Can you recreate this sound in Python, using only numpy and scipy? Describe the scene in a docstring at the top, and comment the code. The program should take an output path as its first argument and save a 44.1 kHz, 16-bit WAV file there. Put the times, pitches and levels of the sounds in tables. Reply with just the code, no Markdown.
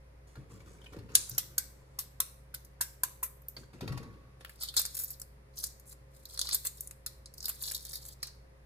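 """A boiled egg is knocked nine times to break its shell, then squeezed and peeled: showers of tiny cracks,
snapping plates of shell and crackling membrane. Water sloshes as eggs are lifted from a steel bowl in a kitchen
sink: shaped noise, air bubbles that ring for a few cycles, and short bumps and splashes. The bowl rings once as
two fading tones. Random echoes stand for the sink and a small room, over steady hum, rumble and air noise."""
import sys
import numpy as np
from scipy import signal
from scipy.fft import rfft, irfft
from scipy.io import wavfile
from scipy.ndimage import uniform_filter1d

SR = 44100
rng = np.random.default_rng(int(sys.argv[2]) if len(sys.argv) > 2 else 0)


def to_wav(s):
    """Save 16-bit WAV."""
    ch = np.atleast_2d(s).T  # columns
    pcm = np.round(np.clip(ch, -1, 1) * 32767)  # PCM
    wavfile.write(sys.argv[1], SR, pcm.astype(np.int16))


N = 381465  # length of the scene [samples]

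# tone colour of the firm egg under the shell: (frequency [Hz], level [dB])
EGG_BODY = [(150, -16.5), (500, -9), (900, -9), (1400, 1), (2200, 2.5), (2750, -1), (4500, -12.5),
            (9000, -15.5)]
# tone colour of fine drops on the water surface: (frequency [Hz], level [dB])
SPATTER_COLOUR = [(400, -8), (900, -7), (1800, -9), (3000, -16), (4500, -11), (7000, -21.5), (14000, -23),
                  (16000, -52)]


def undb(db):
    """Turn decibels into a plain multiplier."""
    return 10 ** (np.asarray(db) / 20)


def unit(x):
    """Scale to rms 1."""
    return x / np.sqrt(np.mean(x ** 2) + 1e-20)


def response(points, size=1024):
    """Make a filter of unit energy with the given spectrum that never sounds before its input (minimum phase)."""
    hz, db = np.transpose(points)
    bins = np.maximum(np.arange(size // 2 + 1) * SR / size, 1)
    level_db = np.interp(np.log(bins), np.log(hz), db)
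    # folding the cepstrum onto its first half puts the energy as early as possible
    cepstrum = irfft(np.log(undb(level_db)))
    cepstrum[1:size // 2] *= 2
    cepstrum[size // 2 + 1:] = 0
    h = irfft(np.exp(rfft(cepstrum)))
    return h / np.linalg.norm(h)


def colour(x, points):
    """Filter x by a spectrum."""
    return signal.oaconvolve(x, response(points))[:len(x)]


def add(track, s, sound):
    """Lay a sound into a track at time s [s]."""
    i = int(s * SR)
    track[i:i + len(sound)] += sound[:N - i]


def grains(n, per_s, scatter_db):
    """Random tiny impulses of uneven size."""
    chance, size, strength = rng.random(n), rng.standard_normal(n), rng.standard_normal(n)
    happens = chance < per_s / SR
    return happens * size * undb(scatter_db * np.clip(strength, -2, 2))


def burst(x, db):
    """Give a short sound the energy of 8 ms at the level db."""
    return x / np.linalg.norm(x) * np.sqrt(.008 * SR) * undb(db)


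def fracture(t, decay_s, rise_s, scatter_db=2):
    """A run of micro-cracks that swells and dies out."""
    swell = 1 - np.exp(-(t / rise_s) ** 2)
    return grains(len(t), 20000, scatter_db) * np.exp(-t / decay_s) * swell


def crunch(cracks, bright_db):
    """Colour cracks as breaking shell; thin splinters get more treble than thick ones."""
    # tone colour of crunching shell: (frequency [Hz], level [dB])
    crunch_colour = [(2700, -38.5), (5000, -11.5), (6500, 1), (8000, 8), (9800, 3.5), (11000, 6),
                     (11900, -6), (13000, 6), (14300, -0.5), (15600, -20), (16500, -30)]
    hz, db = np.transpose(crunch_colour)
    treble = np.clip((hz - 9000) / 4000, 0, 1)  # none below 9 kHz, all of it above 13 kHz
    return colour(cracks, np.transpose([hz, db + bright_db * treble]))


def knocks(crunch_db=0.0, plate_db=1, body_db=-2, thud_db=-6.0, crush_rise_s=0.0032, give_db=11, give_s=0.00059):
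    """Each knock crushes a patch of shell until it caves in, and briefly rings two modes of the firm egg under it."""
    # knocks, levels before the gains above; plate and body are relative to the crunch, upper mode to the egg's:
    # (time [s], crunch [dB], brightness [dB], plate ring [dB], egg body [dB], egg mode [Hz], upper mode [Hz],
    # upper mode [dB], delay until the shell caves in [s], crush decay [s])
    knock_list = [(1.15, -13, -4, -9.5, -23.5, 1690, 2140, -5, 0.0029, 0.0043),
                  (1.3783, -22.5, 7, -9.5, -15, 1370, 2000, 10, 0.0031, 0.0065),
                  (1.5786, -23, 7.5, -11.5, -15, 1557, 2210, -2, 0.003, 0.0032),
                  (1.986, -30.5, 7.5, -9.5, -15, 1075, 2050, -2.5, 0.0038, 0.018),
                  (2.2012, -22.5, 7, -12, -16, 1082, 1320, -1, 0.0024, 0.0015),
                  (2.54, -36.5, 7.5, -9.5, -12, 1470, 2030, -9, 0.0068, 0.0044),
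                  (2.8073, -23.5, 5.5, -12.5, -10.5, 954, 1603, 4, 0.00437, 0.011),
                  (3.0335, -23.5, 5, -17, -10, 1032, 1630, -8, 0.0026, 0.00059),
                  (3.2272, -27, 11, -27, -11, 1026, 1310, -4.5, 0.0037, 0.015)]
    # tone colour of the plates of shell under a knock: (frequency [Hz], level [dB])
    knock_plate = [(1500, -7), (2800, 3), (3800, 11), (5000, 13), (6000, 11), (7500, -8), (10000, -28.5)]
    egg_ring_s = .0024
    out, t = np.zeros(N), np.arange(4096) / SR
    for s, db, bright, plate, body, hz, upper_hz, upper_db, caves_s, crush_s in knock_list:
        caving_in = 1 + undb(give_db) * np.exp(-((t - caves_s) / give_s) ** 2)
        cracks = fracture(t, crush_s, crush_rise_s) * caving_in
        modes = np.sin(2 * np.pi * hz * t) + undb(upper_db) * np.sin(2 * np.pi * upper_hz * t)
        ring = modes * np.exp(-t / egg_ring_s) * (1 - np.exp(-t / crush_rise_s))
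        add(out, s, burst(crunch(cracks, bright), db + crunch_db))
        add(out, s, burst(colour(cracks, knock_plate), db + plate + plate_db))
        add(out, s, burst(ring, db + body + body_db))
        add(out, s, burst(colour(cracks, EGG_BODY), db + body + thud_db))
    return out


def plate_pitch(s):
    """Pitch [Hz] of the loose plate of shell at time s [s]."""
    # how the plate's pitch moves during the peeling: (time [s], pitch [Hz])
    pitch_points = [(1.25, 5410), (4.45, 3995), (4.63, 3920), (4.69, 3670), (4.78, 4160), (4.86, 4420),
                    (5.6, 4700), (6.25, 4280), (6.42, 4040), (6.55, 3920), (7.06, 4090), (7.4, 4840),
                    (7.47, 4100), (7.65, 4050), (8.23, 4400)]
    return np.interp(s, *np.transpose(pitch_points))


def snaps(crunch_db=0, plate_db=6.5, body_db=0, first_db=0, size_spread=0.026, uneven_db=1.0):
    """A plate of shell gives with one sharp break, then splinters; size and ragged shape set its pitch and colour."""
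    # loud snaps, levels before the gains above; plate and body are relative to the crunch:
    # (time [s], crunch [dB], brightness [dB], plate ring [dB], egg body [dB], splintering decay [s])
    snap_list = [(1.295, -36.5, 17, -23, -34, 0.0023), (1.348, -51, 1, -4, -28, .001),
                 (2.648, -52.5, 8, -15, -27.5, .003), (3.419, -59, 19, -36, -36.5, 0.0011),
                 (3.484, -36.5, 19.5, -31.5, -28.5, 0.00074), (4.448, -58, 16, -18, 15.5, 0.0015),
                 (4.494, -52.5, 6, -16, 1, 0.0059), (4.625, -43.5, 10, -6, -12, .002),
                 (4.634, -33.5, 17, -15, -19, 0.0017), (4.686, -46, 0, 1.5, -22, 0.004),
                 (4.74, -48.5, 17, -5, -1, 0.0022), (4.766, -23, 0, -10, -16, 0.0067),
                 (4.772, -25.5, -7, -3.5, -19.5, 0.015), (4.78, -32, 12, -7, -13, 0.0025),
                 (4.794, -24.5, 5, -25, -16, 0.0069), (4.816, -32, 0, -28, -20, 0.00092),
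                 (4.852, -34, -5, -13, -12.5, 0.0011), (4.86, -37.5, 9, -12, -24, 0.0022),
                 (4.951, -35.5, 11, -22, -21, 0.0029), (4.968, -35, 10, -22, -19, 0.0023),
                 (4.976, -37.5, 5, -26, -19.5, 0.0012), (4.99, -32.5, 13, -32, -26, 0.0048),
                 (4.997, -31, 11, -33, -22.5, 0.033), (5.036, -35, 24, -35, -28, 0.002),
                 (5.044, -35, 28, -37, -35, 0.00096), (5.104, -36, 16, -25, -24, 0.012),
                 (5.198, -45.5, 10, -20, -22, 0.0023), (5.216, -40, 5, -17.5, -20, 0.00054),
                 (5.586, -40, 27, -16, -35, 0.0017), (5.639, -29, 0, -13, -21, 0.0022),
                 (5.797, -53.5, 7, -21, -25, 0.003), (5.926, -51, 3, -18, -12.5, 0.0022),
                 (6.254, -47.5, 9, -5.5, -28, 0.0011), (6.375, -42, -1, -4.5, -10, 0.0016),
                 (6.392, -29.5, -2, -8.5, -17.5, 0.0013), (6.414, -31.5, 2, -3.5, -40, 0.00049),
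                 (6.47, -53.5, -1, 6, -21, .001), (6.489, -38.5, 2, -21, -6, 0.0017),
                 (6.529, -28, -8, -14.5, -17, 0.011), (6.545, -21.5, 9.5, -25.5, -26, 0.0048),
                 (6.65, -32, 11, -23, -13.5, 0.017), (6.669, -32.5, -39, -23, -32, 0.0033),
                 (6.807, -35, 7, -45, -31, 0.00087), (6.873, -42, -5, -33, -26, .0015),
                 (6.91, -44, 1, -20.5, -11.5, 0.001), (7.062, -33.5, 3.5, -12.5, -15.5, 0.0056),
                 (7.258, -49.5, -8.5, -5.5, -26.5, 0.0014), (7.339, -50.5, 5, -13.5, -34, 0.0017),
                 (7.38, -50.5, 13, -5.5, -26, 0.00077), (7.404, -51, -1, 0.5, -30, 0.00087),
                 (7.427, -48, 10, -6.5, -36, 0.001), (7.443, -44.5, 10, -4, -34, 0.00093),
                 (7.456, -31, 11, -10, -36, 0.0007), (7.482, -33.5, 13, -37, -11, 0.0048),
                 (7.492, -29.5, 17, -32, -27, 0.00079), (7.498, -35, 7, -37, -9.5, 0.0018),
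                 (7.623, -36, 15, -33, -24, 0.0015), (7.636, -42, 14, -3.5, -30, 0.0039),
                 (7.655, -43, 10, -10, -22, .001), (7.663, -47, 16, -8, -31, 0.0017),
                 (7.712, -38, 14, -20, -8, 0.0058), (7.747, -35.5, 10, -7.5, -31, 0.0057),
                 (7.777, -48.5, 6, -7.5, -30, .001), (7.851, -42, 6, -14, -22, 0.0007),
                 (7.893, -44, 1, -35, -22, 0.0012), (7.931, -38.5, 7, -8.5, -16.5, 0.02),
                 (7.955, -38.5, 7, -11, -25, .002), (8.052, -47.5, 3, -17, -14, .001),
                 (8.087, -46.5, 12, -28, -22, .0007), (8.229, -36.5, 2, -3.5, -6.5, 0.0028),
                 (8.27, -48.5, 0, -10, -12, 0.0028)]
    # tone colour of a ringing plate: (multiple of the plate's pitch, level [dB])
    plate_colour = [(.4, -26), (.68, -22), (.79, -9), (.88, 5), (1, 9), (1.25, 6), (1.7, -12), (2.4, -45)]
    out, t = np.zeros(N), np.arange(2048) / SR
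    shape_hz = np.geomspace(700, 16000, num=24)
    for s, db, bright, plate, body, decay_s in snap_list:
        size = rng.uniform(-1, 1)
        cracks = fracture(t, decay_s, 0.00019)
        cracks[20] += undb(first_db) * np.linalg.norm(cracks[:128])  # the sharp break
        ragged_db = uneven_db * rng.standard_normal(len(shape_hz))
        cracks = colour(cracks, np.transpose([shape_hz, ragged_db]))
        pitch = plate_pitch(s) * np.exp(-size_spread * size)  # larger plates ring lower
        shard = np.array(plate_colour) * [pitch, 1]
        add(out, s, burst(crunch(cracks, bright), db + crunch_db))
        add(out, s, burst(colour(cracks, shard), db + plate + plate_db))
        add(out, s, burst(colour(cracks, EGG_BODY), db + body + body_db))
    return out


def tugging(lead_s=.1):
    """Each tug builds, holds in uneven jerks and lets go; gives the strength of the crackle and of the plate ring."""
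    # tugs that tear shell from its membrane; the first two rows are the ringing tail of the first knock;
    # levels before the gains in peeling(): (start [s], length [s], crackle [dB], plate ring [dB])
    tug_list = [(1.147, 0.087, -53, -44.5), (1.26, 0.11, -63, -46.5), (4.412, 0.15, -57, -63.5),
                (4.606, 0.044, -36.5, -41), (4.65, 0.046, -48, -45), (4.752, 0.05, -36, -38.5),
                (4.808, 0.18, -48, -59), (4.945, 0.11, -40.5, -49.5), (5.085, 0.058, -38, -47),
                (5.574, 0.095, -36.5, -43), (5.672, 0.034, -52, -57), (5.88, 0.046, -42.5, -54),
                (6.137, 0.1, -53.5, -62.5), (6.295, 0.068, -45, -49), (6.393, 0.11, -42.5, -39),
                (6.531, 0.02, -36, -29), (6.663, 0.007, -28, -38.5), (6.756, 0.11, -47.5, -61.5),
                (7.38, 0.06, -49, -59), (7.446, 0.067, -39, -39.5), (7.528, 0.16, -47.5, -55.5),
                (7.618, 0.062, -31, -40.5), (7.679, 0.094, -36.5, -44.5), (7.795, 0.189, -43, -48.5),
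                (8.007, 0.126, -45.5, -54), (8.23, 0.055, -82, -47.5)]
    build_s, release_s = 0.013, 0.0041
    jerks_per_s, jerk_db = 110, 4
    t, tracks = np.arange(SR // 2) / SR - lead_s, np.zeros((2, N))
    for s, length, crackle_db, ring_db in tug_list:
        before, after = np.maximum(-t, 0), np.maximum(t - length, 0)
        grip = np.exp(-before / build_s - after / release_s)
        for track, db in zip(tracks, (crackle_db, ring_db)):
            add(track, s - lead_s, undb(db) * grip)
    knots = np.arange(0, N, SR / jerks_per_s)
    jerks = np.interp(np.arange(N), knots, jerk_db * rng.uniform(-2, 1.7, len(knots)))
    return tracks * unit(undb(jerks))


def slips(strength, pitch, ring_cycles=3.5):
    """A random run of tiny flakes coming free, each ticking at the pitch of its moment."""
    out, t = np.zeros(N), np.arange(256) / SR
    sizes = unit(grains(N, per_s=850, scatter_db=4.5)) * strength
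    for i in np.flatnonzero(np.abs(sizes) > 1e-4):  # skip the faintest
        cycles = pitch[i] * t
        tick = np.sin(2 * np.pi * cycles) * np.exp(-2 * cycles / ring_cycles)
        add(out, i / SR, sizes[i] * tick / np.linalg.norm(tick))
    return out


def peeling(crackle_db=-9, plate_db=-4.5, body_db=-22, bright_db=2, lowest_hz=3650, flake_scatter_db=4):
    """The membrane lets go in slips: tiny flakes tick brightly, larger ones ring the loose plate and the egg."""
    pull, ring = tugging()
    small = unit(grains(N, 890, flake_scatter_db)) * pull
    low = slips(ring, rng.uniform(900, 2100, N), ring_cycles=1.5)
    large = slips(ring, plate_pitch(np.arange(N) / SR) * rng.uniform(.85, 1.35, N))
    highpass = signal.butter(6, lowest_hz, "highpass", fs=SR, output="sos")
    large = signal.sosfilt(highpass, large)
    return undb(crackle_db) * crunch(small, bright_db) + undb(plate_db) * large + undb(body_db) * low


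def plops(plop_s=0.006, splash_s=0.0072):
    """Mostly wet eggs nudging each other or the bowl: a short pip or a low thump, and a small splash."""
    # nudges, bumps and drops falling back; at 3.566 s a snap of shell:
    # (time [s], pip or thump level [dB], pitch [Hz], splash level [dB])
    plop_list = [(0.355, -45, 1430, -53), (0.377, -38.5, 136.4, -70), (.604, -52, 2270, -55),
                 (0.817, -47.5, 3140, -63), (0.841, -58, 3450, -51.5), (.861, -41, 3000, -55),
                 (0.866, -43.5, 2500, -64), (0.933, -53, 1400, -52), (0.964, -47, 145, -51),
                 (0.987, -44, 120, -49), (1.032, -49, 115, -81), (1.315, -38.5, 125, -67),
                 (1.346, -45.5, 133.6, -75), (3.566, -33, 4560, -41.5), (3.633, -54, 1530, -57),
                 (3.732, -61, 1380, -51), (3.808, -45, 1780, -37.5), (3.825, -42, 121, -65),
                 (3.877, -50, 1905, -36.5), (3.904, -30.5, 138, -70), (3.922, -49, 1510, -41),
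                 (3.949, -32, 128.3, -77), (3.975, -45, 868, -38.5), (4.03, -50.5, 1530, -47),
                 (4.408, -64, 3740, -47)]
    out, t = np.zeros(N), np.arange(4096) / SR
    onset = 1 - np.exp(-t / 0.000095)
    for s, db, hz, splash_db in plop_list:
        # low thumps last longer than high pips; plop_s holds at 1500 Hz
        decay_s = plop_s * (1500 / hz) ** 0.67
        pip = np.sin(2 * np.pi * hz * t) * np.exp(-t / decay_s)
        splash = colour(rng.standard_normal(len(t)) * np.exp(-t / splash_s), SPATTER_COLOUR)
        add(out, s, (undb(db) * pip + undb(splash_db) * splash) * onset)
    return out


def gulps(swell_cycles=0.67, glide=.04):
    """Water closes over an egg: a pocket of air swells, rings for a few cycles and rises in pitch."""
    # gulps of trapped air: (time [s], peak level [dB], starting pitch [Hz])
    gulp_list = [(0.387, -44.5, 240), (0.53, -61, 201), (0.69, -53.5, 290), (0.945, -42, 423),
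                 (0.968, -50, 315), (0.99, -53, 230), (1.041, -47, 187), (1.102, -52, 340),
                 (3.82, -36, 205), (3.833, -31, 324), (3.843, -44, 450), (3.885, -44, 336),
                 (3.932, -48, 454), (3.958, -46, 298), (4.016, -41.5, 267), (4.058, -43, 201),
                 (4.161, -50, 236.5)]
    out, t = np.zeros(N), np.arange(8192) / SR
    for s, db, hz in gulp_list:
        cycles = hz * t
        age = cycles / swell_cycles
        swell = age * np.exp(1 - age)
        add(out, s, undb(db) * swell * np.sin(2 * np.pi * cycles * (1 + glide * age)))
    return out


def surging():
    """Each surge rises quickly and settles; gives the strength of slosh, gurgle and spray."""
    # surges as hands and eggs move in the bowl, levels before the gains in water():
    # (time [s], slosh [dB], gurgle [dB], spray [dB], settling time [s])
    surge_list = [(0.267, -60, -67, -59, 0.072), (0.362, -48, -60, -93, 0.09),
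                  (0.495, -52, -62.5, -59.5, 0.18), (0.657, -59, -63, -65.5, 0.3),
                  (0.921, -45.5, -48, -61, 0.018), (0.955, -44, -60, -92, 0.075),
                  (1.086, -51.5, -54.5, -78, 0.094), (1.31, -60, -65, -67, 0.65),
                  (3.574, -47.5, -75, -54.5, 0.054), (3.734, -47, -53.5, -65, 0.046),
                  (3.818, -33, -44, -71, 0.042), (3.883, -43.5, -51, -73, 0.19),
                  (3.98, -46.5, -70, -68, 0.045)]
    rise_s = 0.0031
    tracks, t = np.zeros((3, N)), np.arange(SR) / SR
    for s, slosh_db, gurgle_db, spray_db, settle_s in surge_list:
        wave = (1 - np.exp(-t / rise_s)) * np.exp(-t / settle_s)
        for track, db in zip(tracks, (slosh_db, gurgle_db, spray_db)):
            add(track, s, undb(db) * wave)
    return tracks


def bubbles(low_hz, high_hz, cycles, count):
    """Small air pockets that each ring for a few cycles, rising in pitch."""
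    out, t = np.zeros(N), np.arange(2048) / SR
    for when, size, strength in rng.random((count, 3)):
        hz = low_hz * (high_hz / low_hz) ** size
        age = t * hz / cycles
        rise = 1 + 0.0059 * np.minimum(age, 6)
        ring = np.exp(-age) * np.sin(2 * np.pi * cycles * age * rise)
        add(out, when * (N - 1) / SR, undb(-14 * strength) * ring)
    return unit(out)


def water(slosh_db=0.0, gulp_db=-8, spatter_db=-8, gurgle_db=-6, spray_db=-4):
    """Sloshing and low gulps between the eggs, gurgling bubbles, and fine spatter and spray at the surface."""
    # tone colour of the slosh: (frequency [Hz], level [dB])
    slosh_colour = [(40, -14), (80, 9.5), (140, 4.5), (300, -2), (480, -3.5), (700, -22.5), (1500, -50.5)]
    # tone colour of the spray: (frequency [Hz], level [dB])
    spray_colour = [(2500, 1), (5000, 3), (7500, 9), (10500, 3), (11900, -9), (13300, 1.5), (15000, -11.5),
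                    (16500, -24.5)]
    flow, stir, spray_strength = surging()
    slosh = undb(slosh_db) * colour(unit(grains(N, 3000, 0.93)) * flow, slosh_colour)
    low_gulps = undb(gulp_db) * flow * bubbles(90, 480, 5.1, count=1500)
    spatter = undb(spatter_db) * colour(unit(grains(N, 2700, 1.8)) * stir, SPATTER_COLOUR)
    gurgle = undb(gurgle_db) * stir * bubbles(850, 2900, 5.0, count=3000)
    spray = undb(spray_db) * colour(unit(grains(N, 2200, 2.9)) * spray_strength, spray_colour)
    return slosh + low_gulps + spatter + gurgle + spray


def bowl(struck_s=3.885):
    """The dropped egg sets the steel bowl ringing faintly."""
    # the bowl's tones: (frequency [Hz], peak level [dB], time to fall by 60 dB [s])
    bowl_tones = [(1117, -54, 1.4), (1420, -60, 0.29)]
    out, t = np.zeros(N), np.arange(SR) / SR
    for hz, db, t60 in bowl_tones:
        fade = np.exp(-np.log(1000) * t / t60)
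        add(out, struck_s, undb(db) * np.sin(2 * np.pi * hz * t) * fade)
    return out


def echoes(size, per_s, decay_s, onset_s):
    """Spectrum of a cloud of reflections that builds and dies, with unit energy."""
    t = np.arange(size) / SR
    build = 1 - np.exp(-(t / onset_s) ** 2)
    h = grains(size, per_s, 0.11) * np.exp(-t / decay_s) * build
    return rfft(h) / np.linalg.norm(h)


def sink(x, sink_db=-9, size=4096):
    """The short way to two channels: quick random echoes off sink, bowl and hands, redrawn steadily and crossfaded."""
    # share of the energy that reaches each channel by its own paths: (frequency [Hz], share [0-1])
    apart_points = [(200, 0.01), (600, 0.06), (2000, 0.6), (6000, 0.8), (8000, 0.5), (11000, 0.3),
                    (16000, 1)]
    redraw_s = .18  # the echoes are redrawn at this interval
    lowest_hz = 900  # waves longer than the sink pass it by
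    sink_decay_s, sink_onset_s = .008, .0025
    hand_decay_s, hand_onset_s = .002, .0014
    left_lag_s, right_lag_s = .0003, 0
    hz = np.arange(size // 2 + 1) * SR / size
    apart = np.clip(np.interp(hz, *np.transpose(apart_points)), 0, 1)
    reflected = undb(sink_db) * hz / np.hypot(hz, lowest_hz)
    out, step = np.zeros((2, N)), int(redraw_s * SR)
    fade = signal.windows.hann(2 * step, sym=False)
    for start in range(-step, N, step):
        first = max(start, 0)
        piece = x[first:start + 2 * step]
        piece = piece * fade[first - start:][:len(piece)]
        near = 1 + reflected * echoes(size, 9800, sink_decay_s, sink_onset_s)
        for channel, lag_s in zip(out, (left_lag_s, right_lag_s)):
            # the right channel hears the treble first; the deep bass reaches both nearly alike
            delay = np.exp(-2j * np.pi * hz * lag_s * np.minimum(hz / 2500, 1))
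            # hands and bowl scatter the sound differently to each channel; its broad spectrum is levelled
            scattered = echoes(size, 23000, hand_decay_s, hand_onset_s)
            scattered /= np.sqrt(uniform_filter1d(np.abs(scattered) ** 2, size=50))
            path = irfft(np.sqrt(1 - apart) * near * delay + np.sqrt(apart) * scattered)
            # half a sample guards against rounding down
            add(channel, (first + .5) / SR, signal.fftconvolve(piece, path[:size // 2]))
    return out


def room(x, walls_db=-14, room_db=-14, room_t60=0.41, size=32768):
    """The long way to one channel, by the near walls and the kitchen."""
    # tone colour of what the kitchen gives back: (frequency [Hz], level [dB])
    room_colour = [(300, 0), (750, 0), (1100, 3), (2000, 3.5), (4000, 4), (8000, -0.5), (13000, -1),
                   (17000, -1.5)]
    walls = undb(walls_db) * echoes(size, 10000, decay_s=0.0058, onset_s=0.022)
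    kitchen = undb(room_db) * echoes(size, 14000, decay_s=room_t60 / np.log(1000), onset_s=0.0026)
    return signal.oaconvolve(colour(x, room_colour), irfft(walls + kitchen))[:N]


def background(rumble_db=-66, waver=0.2, air_db=-65.5, side_db=2.5):
    """A wavering appliance hum and low rumble, alike in both channels, under soft diffuse air noise."""
    # appliance hum: (frequency [Hz], rms level before wavering [dB])
    hum_tones = [(59.2, -57.5), (87, -88), (131, -64.5), (196, -83), (335, -88), (414.5, -78), (534, -73)]
    # tone colour of the air noise: (frequency [Hz], level [dB])
    air_colour = [(100, 4), (200, -2), (400, -2.5), (550, -2), (780, -9.5), (1000, -8), (1400, -13),
                  (2000, -12), (3000, -22.5), (5000, -23.5), (8000, -30.5), (10300, -23.5), (11800, -36),
                  (13200, -25.5), (16000, -51.5)]
    t, hum = np.arange(N) / SR, 0
    knots = np.arange(0, N / SR + 1, .12)
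    for hz, db in hum_tones:
        swell, drift = (np.interp(t, knots, rng.standard_normal(len(knots))) for _ in range(2))
        tone = np.sin(2 * np.pi * hz * t + 0.11 * drift)
        hum = hum + np.sqrt(2) * undb(db) * (1 + waver * swell) * tone
    low = signal.butter(3, [47, 150], "bandpass", fs=SR, output="sos")
    rumble = undb(rumble_db) * unit(signal.sosfilt(low, rng.standard_normal(N)))
    mid, side = (unit(colour(rng.standard_normal(N), air_colour)) for _ in range(2))
    # the side noise has opposite signs left and right, which spreads the air wide above the bass
    highpass = signal.butter(1, 450, "highpass", fs=SR, output="sos")
    side = undb(side_db) * signal.sosfilt(highpass, side)
    return hum + rumble + undb(air_db) * (mid + np.array([side, -side]))


def scene():
    """Shell and water in the sink, over the kitchen's background."""
    soft = peeling() + plops() + gulps() + water()
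    # a breaking shell radiates a different crack in each direction
    front, left, right = (soft + knocks() + snaps() for _ in range(3))
    return sink(front) + np.array([room(left), room(right)]) + bowl() + background()


def record(dry, top_hz=16300):
    """A steep low-pass filter cuts the highest treble."""
    return signal.sosfilt(signal.ellip(8, .2, 70, top_hz, fs=SR, output="sos"), dry)


dry = scene()
out = record(dry)
to_wav(out)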